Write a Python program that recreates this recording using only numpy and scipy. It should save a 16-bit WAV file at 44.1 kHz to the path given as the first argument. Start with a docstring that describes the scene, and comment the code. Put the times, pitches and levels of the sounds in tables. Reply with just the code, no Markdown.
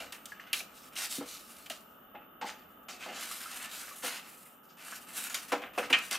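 """Wires in a breaker box

A hand moves insulated wires inside a steel breaker box in a quiet home, close to a small microphone.
Sleeves slide and scrape: noise made of tiny slips, shaped by strokes, wandering bands and sudden catches.
The bundle bumps as low hollow noise; wires and plastic parts tick and knock as decaying modes of the box.
Under it lie a soft appliance hum of filtered noise with hollow resonances and a thin whine of sines."""
import sys
import numpy as np
from scipy import signal
from scipy.fft import rfft, irfft
from scipy.io import wavfile
from scipy.ndimage import uniform_filter1d

SR = 44100
rng = np.random.default_rng(int(sys.argv[2]) if len(sys.argv) > 2 else 0)


def waveform_to_disk(signal):
    """Save audio, clipped to [-1, 1], as 16-bit WAV at the path in sys.argv[1]."""
    frames = np.transpose(np.atleast_2d(signal))
    scaled = np.clip(frames, -1, 1) * 32767
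    samples = np.round(scaled).astype(np.int16)
    wavfile.write(sys.argv[1], SR, samples)


def ratio(d):
    """dB to gain"""
    e = np.asarray(d, float) / 20
    return 10 ** e


N = 272538  # length in samples


def level(x, db):
    """Scale to an rms level in dB."""
    return x * ratio(db) / np.sqrt(np.mean(x ** 2))


def colour(x, points):
    """Filter by (Hz, dB) points joined on a log frequency axis; silent outside them."""
    hz, db = np.transpose(points)
    f = np.maximum(np.fft.rfftfreq(x.shape[-1], 1 / SR), 1)
    gain = ratio(np.interp(np.log(f), np.log(hz), db, left=-90, right=-90))
    return irfft(rfft(x) * gain, x.shape[-1])


def walk(rate):
    """Random levels held for 1 / rate seconds and slewed twice."""
    hold = int(SR / rate)
    steps = np.repeat(rng.standard_normal(N // hold + 1), hold)
    return uniform_filter1d(uniform_filter1d(steps, hold), hold)[:N]


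# Colour of the broad house hum: f/Hz, level/dB per Hz (relative)
HUM_COLOUR = [(76, -80), (130, -59), (214, -6.5), (631, -4), (852, -6), (1020, -10.5), (1220, 1.5),
              (2270, -23), (3010, -21), (4140, -44), (12700, -44), (14000, -7.5), (15500, -35)]
# Level of the deep rumble, before the hum dip: t/s, level/dB
RUMBLE_LEVEL = [(0.0, -71.5), (0.2, -79), (1.25, -77), (1.8, -79.5), (3.75, -77), (4.25, -89), (4.85, -94),
                (5.1, -90), (5.8, -75), (6.18, -79.5)]
# Hollow resonances in the hum, before waver and dip: f/Hz, width/Hz, level/dB rms
HUM_RESONANCES = [(228.5, 190, -65), (861, 15, -75.5), (1285, 106, -67.5), (2920, 650, -73),
                  (3560, 210, -82.5), (13200, 1260, -81), (14650, 680, -75.5)]
# The hum and rumble dip for a moment: t/s, gain level/dB
HUM_DIP_LEVEL = [(4.2, 0.5), (4.6, -1.5), (4.75, -1), (5.0, 1.5)]
# Whine lines, before their slight waver: f/Hz, level/dB rms
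WHINE_LINES = [(13486.5, -70), (13906, -77), (13065, -86)]
# Left-right difference of the hum and rumble: f/Hz, gain level/dB
HUM_WIDTH = [(60, -21), (110, -12), (200, -18.5), (380, -5), (700, -4.5), (1290, -4.5), (2380, 3),
             (4400, -10), (8120, 1), (15000, -16.5)]


def house():
    """Broad hum over a deep rumble, wavering hollow resonances and nearly steady whine lines."""
    t, f = np.arange(N) / SR, np.fft.rfftfreq(N, 1 / SR)
    # row 0 is the middle, row 1 the left-right difference
    hum = level(colour(rng.standard_normal((2, N)), HUM_COLOUR), -59.5)
    deep = colour(rng.standard_normal((2, N)), [(15, -16), (40, 1), (95, 2), (150, -14)])
    hum = hum + level(deep, 0) * ratio(np.interp(t, *np.transpose(RUMBLE_LEVEL)))
    for hz, width_hz, db in HUM_RESONANCES:
        resonance = 1 / (1 + (2 * (f - hz) / width_hz) ** 2) ** 1.61
        band = irfft(rfft(rng.standard_normal((2, N))) * resonance, N)
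        hum = hum + level(band, db) * ratio(0.3 * walk(5.5))
    hum = hum * ratio(np.interp(t, *np.transpose(HUM_DIP_LEVEL)))
    whine = 0
    for hz, db in WHINE_LINES:
        whine = whine + np.sqrt(2) * ratio(db + 0.62 * walk(8)) * np.sin(2 * np.pi * hz * t)
    return hum[0] + whine + colour(hum[1], HUM_WIDTH) * np.array([[1], [-1]])


def room(x):
    """A short diffuse tail, different at each ear, with the treble fading sooner."""
    t60_s, treble_t60_s, mid_db, wide_db = 0.37, 0.089, -12, -15
    t = np.arange(SR // 2) / SR
    noise = rng.standard_normal((2, len(t)))
    dull = signal.lfilter([.25], [1, -.75], noise)
    tail = dull * ratio(-60 * t / t60_s) + 0.75 * noise * ratio(-60 * t / treble_t60_s)
    tail = tail * np.minimum(t / 0.002, 1) / np.sqrt(np.sum(tail[0] ** 2))
    mid, side = signal.fftconvolve(x[None], tail, axes=1)[:, :N]
    side = colour(side, [(10, -14.5), (500, -13.5), (4000, 0.5), (9000, 4), (20000, -10.0)])
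    return x + ratio(mid_db) * mid + ratio(wide_db) * side * np.array([[1], [-1]])


# Colour of sleeve hiss, shared by the cracks of the hits: f/Hz, level/dB per Hz (relative)
SLEEVE_COLOUR = [(1200, -26), (2500, -6), (4000, -1.5), (6000, -3.5), (9000, -3), (12000, -4), (14500, -12),
                 (15800, -18)]
# Ring of the box and its plastic parts: f/Hz, level/dB
BOX_MODES = [(195, -12), (272, 0), (350, -25), (488, 6.5), (630, -21.5), (696, 4), (820, 4), (985, -3),
             (1179, -28), (1250, 12), (1335, 17), (1500, 2), (1655, 15), (1865, 9), (2137, 13), (2218, -8),
             (2350, 19), (2562, 17), (2835, 22), (2945, 14.5), (3133, 19), (3430, 19), (3822, -29.5),
             (4750, -4), (5100, -17), (5500, -15), (6700, -2), (7700, 5), (9300, 15)]
# Ticks and knocks: t/s, peak level/dB before the crack, centre f/Hz, spread/octaves,
# crack starting level/dB rms re peak
KNOCKS = [(0.002, -34.5, 1970, 1.1, -18), (0.123, -32, 1860, 1.76, -7.5), (0.145, -40.5, 2180, 1.3, -10),
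          (0.256, -36.5, 5250, 2.4, -1), (0.285, -57, 1280, 1.8, -10), (0.530, -16.5, 2780, 0.74, -8.5),
          (0.962, -28.5, 2800, 0.83, -26), (1.208, -32, 412, 1.05, -25), (1.66, -37.5, 2720, 1.6, -19),
          (1.699, -26.5, 2760, 1.4, -9.5), (2.412, -31.5, 840, 1.32, -28), (2.884, -35.5, 1130, 1.7, -19),
          (3.061, -33.5, 603, 1.8, -29), (3.639, -49, 2430, 1.5, -20), (3.714, -37, 3250, 1.5, -6),
          (3.957, -44, 8700, 1.7, -18), (4.035, -32, 460, 1.34, -10), (4.077, -39, 2070, 1.3, -13),
          (4.805, -52, 2980, 1.1, -18), (5.344, -23, 3280, 1.6, -6), (5.519, -19, 710, 1.63, -26),
          (5.526, -21, 487, 1.43, -45), (5.617, -39, 872, 1.5, -29), (5.777, -21, 510, 1.35, -22),
          (5.827, -30, 1290, 0.63, -21), (5.902, -24, 460, 1.7, -25), (5.927, -11, 3060, 0.64, -29),
          (5.935, -12, 2280, 0.45, -36), (5.945, -15, 1930, 0.64, -35), (5.987, -32.5, 2330, 1.2, -5.5),
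          (6.111, -28, 1620, 1.8, 0)]
# Hollow taps that sound mostly one pitch: t/s, peak level/dB before the crack, f/Hz, ring t60/s
HOLLOW_TAPS = [(0.318, -35, 1658, 0.05), (0.396, -38, 1800, 0.033), (0.604, -32, 2440, 0.036),
               (1.182, -31.5, 275, 0.077), (1.705, -36.5, 660, 0.029), (2.147, -41, 828, 0.11),
               (2.421, -28.5, 846, 0.1), (2.444, -29.5, 840, 0.051), (3.311, -39, 1220, 0.06),
               (3.403, -44, 1600, 0.14), (3.455, -36, 1350, 0.052), (3.838, -44, 1420, 0.06),
               (3.882, -40.5, 1550, 0.041), (3.909, -42, 1130, 0.085), (4.883, -40.5, 1460, 0.04),
               (4.923, -34, 1526, 0.066)]


def hits():
    """Each blow is a first contact and a short rattle; it rings the modes near its centre pitch and cracks."""
    t60_at_1khz_s, t60_power = 0.078, -0.33  # lower knocks ring longer
    tap_spread_octaves, tap_crack_db = 0.21, -44
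    out, t = np.zeros(N + SR), np.arange(SR // 3) / SR
    mode_hz, mode_db = np.transpose(BOX_MODES)
    f = np.geomspace(150, 16000, num=24)
    blows = [(s, peak, centre, t60_at_1khz_s * (centre / 1000) ** t60_power, spread, crack)
             for s, peak, centre, spread, crack in KNOCKS]
    blows += [(*tap, tap_spread_octaves, tap_crack_db) for tap in HOLLOW_TAPS]
    chance = rng.standard_normal((len(blows), 3, len(t)))
    for blow, (mode_noise, rattle_noise, crack_noise) in zip(blows, chance):
        s, peak_db, centre_hz, t60, spread, crack_db = blow
        spread, t60 = max(spread, .15), max(t60, .008)
        share = ratio(mode_db - 7.8 * (np.log2(mode_hz / centre_hz) / spread) ** 2)
        share = share * np.sign(mode_noise[:len(mode_hz)])
        decay = np.log(1000) / t60 * (mode_hz / centre_hz) ** 0.61  # high modes die first
        ring = share @ (np.exp(-np.outer(decay, t)) * np.sin(2 * np.pi * np.outer(mode_hz, t)))
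        # the struck part adds its own pitch, clearest in hollow taps
        own_pitch = np.sin(2 * np.pi * centre_hz * t) * ratio(-60 * t / (.8 * t60))
        ring = ring + 1.04 / spread * own_pitch
        contact = 0.088 * rattle_noise ** 3 * np.exp(-t / (0.077 * t60))
        contact[0] = 1
        ring = signal.fftconvolve(contact, ring)[:len(t)]
        # the many weak modes of sheet and plastic blur into a decaying clatter, broader in colour
        octaves = np.log2(f / centre_hz) / spread
        slope_db = np.where(octaves > 0, -7 * octaves - 1.3 * octaves ** 2, 11 * octaves)
        clatter = colour(mode_noise, np.c_[f, slope_db])
        swell = np.minimum(t / 0.0027, 1) * ratio(-60 * t / t60)
        body = ring / np.abs(ring).max() + ratio(-5.0) * spread * clatter / clatter.std() * swell
        # low blows crack duller
        crack = signal.lfilter([1], [1, -np.exp(-centre_hz / 900)], colour(crack_noise, SLEEVE_COLOUR))
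        crack = level(crack, crack_db) * ratio(-60 * t / (.5 * t60))
        i = int(s * SR)
        out[i:i + len(t)] += ratio(peak_db) * (body / np.abs(body).max() + crack)
    # a steep high-pass keeps the deep bass out of the hits
    return signal.sosfilt(signal.butter(4, 170, "high", fs=SR, output="sos"), out[:N])


def slips(scatter_db):
    """A tiny slip at every sample, most faint, a few strong."""
    return rng.standard_normal(N) * ratio(scatter_db * rng.exponential(size=N))


def wander(x, lo_hz, hi_hz, depth_db, rate, count):
    """Narrow bands that each swell and fade alone, as contact points shift along the wire."""
    f, spectrum = np.fft.rfftfreq(N, 1 / SR), rfft(x)
    band = np.searchsorted(np.geomspace(lo_hz, hi_hz, num=count), f)
    return sum(irfft(spectrum * (band == k), N) * ratio(depth_db * walk(rate)) for k in range(count + 1))


def catches(rate, jump_db, fade_s):
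    """The sleeve catches now and then: its level jumps at once and sinks back."""
    kicks = (rng.random(N) < rate / SR) * rng.random(N)
    return ratio(jump_db * signal.lfilter([1], [1, -np.exp(-1 / (fade_s * SR))], kicks))


# Slides, a wire drawn along another: start t/s, length/s, treble level/dB,
# mid body level/dB re treble, lift level/dB re treble above 7 kHz
WIRE_SLIDES = [(0.269, 0.052, -54, -9, -2), (0.548, 0.055, -39, -10, -2), (0.646, 0.083, -64, 2, -2),
               (0.728, 0.1, -54.5, -9, -1), (0.817, 0.066, -60, -2, 1.5), (0.912, 0.056, -64, 7, 2),
               (0.955, .1, -35, -6.5, -2), (1.093, 0.079, -37, -13.5, -0.5), (1.257, 0.11, -42.5, -12, -2),
               (1.477, .09, -55.5, -5, 3.5), (2.195, .04, -82, 19, -12), (2.452, 0.048, -42, -2.5, -11),
               (2.993, 0.096, -46.5, 0.5, -8.5), (3.077, 0.068, -53.5, 7, -8),
               (3.124, 0.12, -41.5, -3, -6.5), (3.187, 0.12, -42, -2, 2), (3.398, 0.047, -47, 0.5, 2),
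               (3.466, 0.15, -44, -1, 0.5), (3.595, 0.066, -47.5, 2, -1.5), (3.69, 0.12, -42.5, -6.5, -0.5),
               (3.782, 0.084, -50, -2, 4), (3.858, 0.084, -50, -2, 2.5), (4.023, 0.068, -38, 0, 1.5),
               (4.084, .1, -42.5, -1, -2.5), (4.19, 0.074, -54, 0.5, -1), (4.248, 0.099, -56.5, -1.5, 4.5),
               (4.34, 0.096, -61, 0, 9), (4.683, 0.046, -61.5, -16, -17), (4.769, 0.13, -53.5, 4, 0.5),
               (4.834, .04, -56.5, -3, 7), (4.881, 0.091, -46.5, -3, 1), (4.994, 0.059, -59, -2, 4),
               (5.065, 0.078, -51.5, -0.5, 3), (5.129, 0.13, -39.5, -4.5, 4), (5.222, 0.055, -43.5, 0.5, 5),
               (5.821, 0.037, -45.5, 3, -8), (6.016, 0.068, -48, -1.5, 3), (6.106, 0.048, -34, -2, -4)]
# Scrapes, a wire that springs free and settles: t/s, fade t60/s, treble level/dB,
# mid body level/dB re treble, lift level/dB re treble above 7 kHz
WIRE_SCRAPES = [(0.0, 0.36, -47, 1.5, -5), (0.128, 0.57, -58, 4, 2.5), (0.318, 0.24, -60, 0, -9),
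                (0.345, .8, -69, 13, -1), (0.395, 0.33, -57, 4.5, -14), (0.465, 0.58, -64, 9.5, -5),
                (0.532, 0.22, -36, -7, -2), (1.199, 0.4, -53, 4, -4), (1.39, 0.79, -54.5, -9, 0.5),
                (1.58, 1, -58.5, -6, 2.5), (1.706, 0.27, -44.5, -5.5, -6), (1.8, 0.54, -74.5, -6, 9),
                (2.148, 0.21, -76, 26.5, -13), (2.414, 0.17, -44, 1.5, -32), (2.53, 0.55, -62, 4, -3),
                (2.702, 0.64, -78.5, 6, 6), (2.828, 0.065, -77.5, 6, 13), (2.887, 0.34, -42, -3.5, -9.5),
                (3.31, 1.0, -44, -4, 1.5), (3.555, 0.27, -49.5, -7, 6.5), (3.67, 0.48, -53.5, 2.5, -6),
                (3.957, 0.66, -53, -3.5, 8), (4.45, 0.44, -64.5, 5, 11.5), (4.63, 0.63, -70.5, -17, 3),
                (5.295, 0.27, -40.5, -1.5, 2), (5.344, 0.27, -37, -4, -2), (5.42, 0.47, -54, -1.5, 3.5),
                (5.48, 0.34, -51.5, -1.5, 1), (5.52, 0.24, -41, 6, -13), (5.617, 0.31, -56.5, 14, -6),
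                (5.732, 0.97, -60, 5, -1), (5.781, 0.17, -40, 8, -0.5), (5.898, 0.25, -46.5, 8.5, 1),
                (5.928, 0.24, -33.5, 5, -17), (5.97, 0.19, -47, 5, -3)]
# Soft bumps of the cable bundle that shake the hollow box: t/s, fade t60/s, level/dB
BUNDLE_BUMPS = [(0.0, 0.28, -47.5), (0.602, 0.18, -49), (2.143, 0.2, -45), (2.416, 0.49, -48.5),
                (2.89, 0.36, -51.5), (3.058, 0.47, -43), (4.033, 0.3, -45), (5.519, 0.23, -33),
                (5.62, 0.47, -50), (5.778, 0.27, -36), (5.83, .3, -50), (5.902, 0.16, -41),
                (6.113, .4, -52)]


def strokes():
    """Each stroke rises, sags while the hand moves and fades; levels of treble, body, hollow and lift."""
    rise_share, rise_db, sag_db_per_s, slide_fade_s = 0.36, 13, 44, 0.15
    scrape_rise_s, bump_rise_s = 0.0046, 0.0077
    hollow_db, hollow_per_body = -17, 0.68  # heavier contact shakes the hollow box more
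    t, power = np.arange(N) / SR, np.full((4, N), 1e-18)
    rows = [(s, rise_share * length, length, slide_fade_s, *levels) for s, length, *levels in WIRE_SLIDES]
    rows += [(s, scrape_rise_s, scrape_rise_s, fade, *levels) for s, fade, *levels in WIRE_SCRAPES]
    for s, rise, length, fade, db, body_db, lift_db in rows:
        part = slice(int(s * SR), int((s + length + fade) * SR))
        u = t[part] - s
        shape_db = (-rise_db * np.clip(1 - u / rise, 0, 1) - sag_db_per_s * np.clip(u, 0, length)
                    - 60 * np.maximum(u - length, 0) / fade)
        layers_db = np.array([0, body_db, hollow_db + hollow_per_body * body_db, lift_db])
        power[:, part] += np.outer(ratio(layers_db), ratio(db + shape_db)) ** 2
    for s, fade, db in BUNDLE_BUMPS:
        u = np.maximum(t - s, 0)
        power[2] += (np.minimum(u / bump_rise_s, 1) * ratio(db - 60 * u / fade)) ** 2
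    return np.sqrt(power)


# Colour of the shaken wire bundle: f/Hz, level/dB per Hz (relative)
BODY_COLOUR = [(600, -14), (1100, -7), (1400, -2.5), (2000, -4), (2900, -3.5), (3600, -13.5), (5000, -49.5)]
# Colour of the shaken hollow box: f/Hz, level/dB per Hz (relative)
HOLLOW_COLOUR = [(120, -25), (220, -1.5), (450, -2), (800, 3), (1200, -33)]


def rubbing():
    """Slips hiss off the sleeves and shake the wire bundle and the hollow box; the grip stutters."""
    treble, mid, low, lifted = strokes()
    grip = ratio(1.44 * walk(45))
    sleeve = wander(colour(slips(2.1), SLEEVE_COLOUR), 2500, 14000, 2.3, 14, count=26)
    sleeve = level(sleeve, 0) * catches(90, 6.3, 0.0024)
    # dry, fast slides hiss higher
    air = colour(sleeve, [(4500, -35), (7000, -7), (9500, -0.5), (20000, 2)])
    body = wander(colour(slips(2.64), BODY_COLOUR), 900, 4000, 2.2, 14, count=16)
    body = level(body, 0) * catches(62, 3.4, 0.0027)
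    hollow = level(colour(slips(0.98), HOLLOW_COLOUR), 0)
    return grip * (treble * sleeve + (lifted - treble) * air + mid * body + low * hollow)


def scene():
    """Hand sounds in the room over the house hum."""
    return room(rubbing() + hits()) + house()


def band_limit(x):
    """A steep low-pass at the top of the band."""
    return signal.sosfilt(signal.butter(12, 16490, fs=SR, output="sos"), x)


def record(dry):
    """The recorder cuts the top above 15.7 kHz with a steep low-pass."""
    thin = signal.sosfilt(signal.ellip(8, .3, 60, 15700, fs=SR, output="sos"), dry)
    return band_limit(thin)


dry = scene()
out = record(dry)
waveform_to_disk(out)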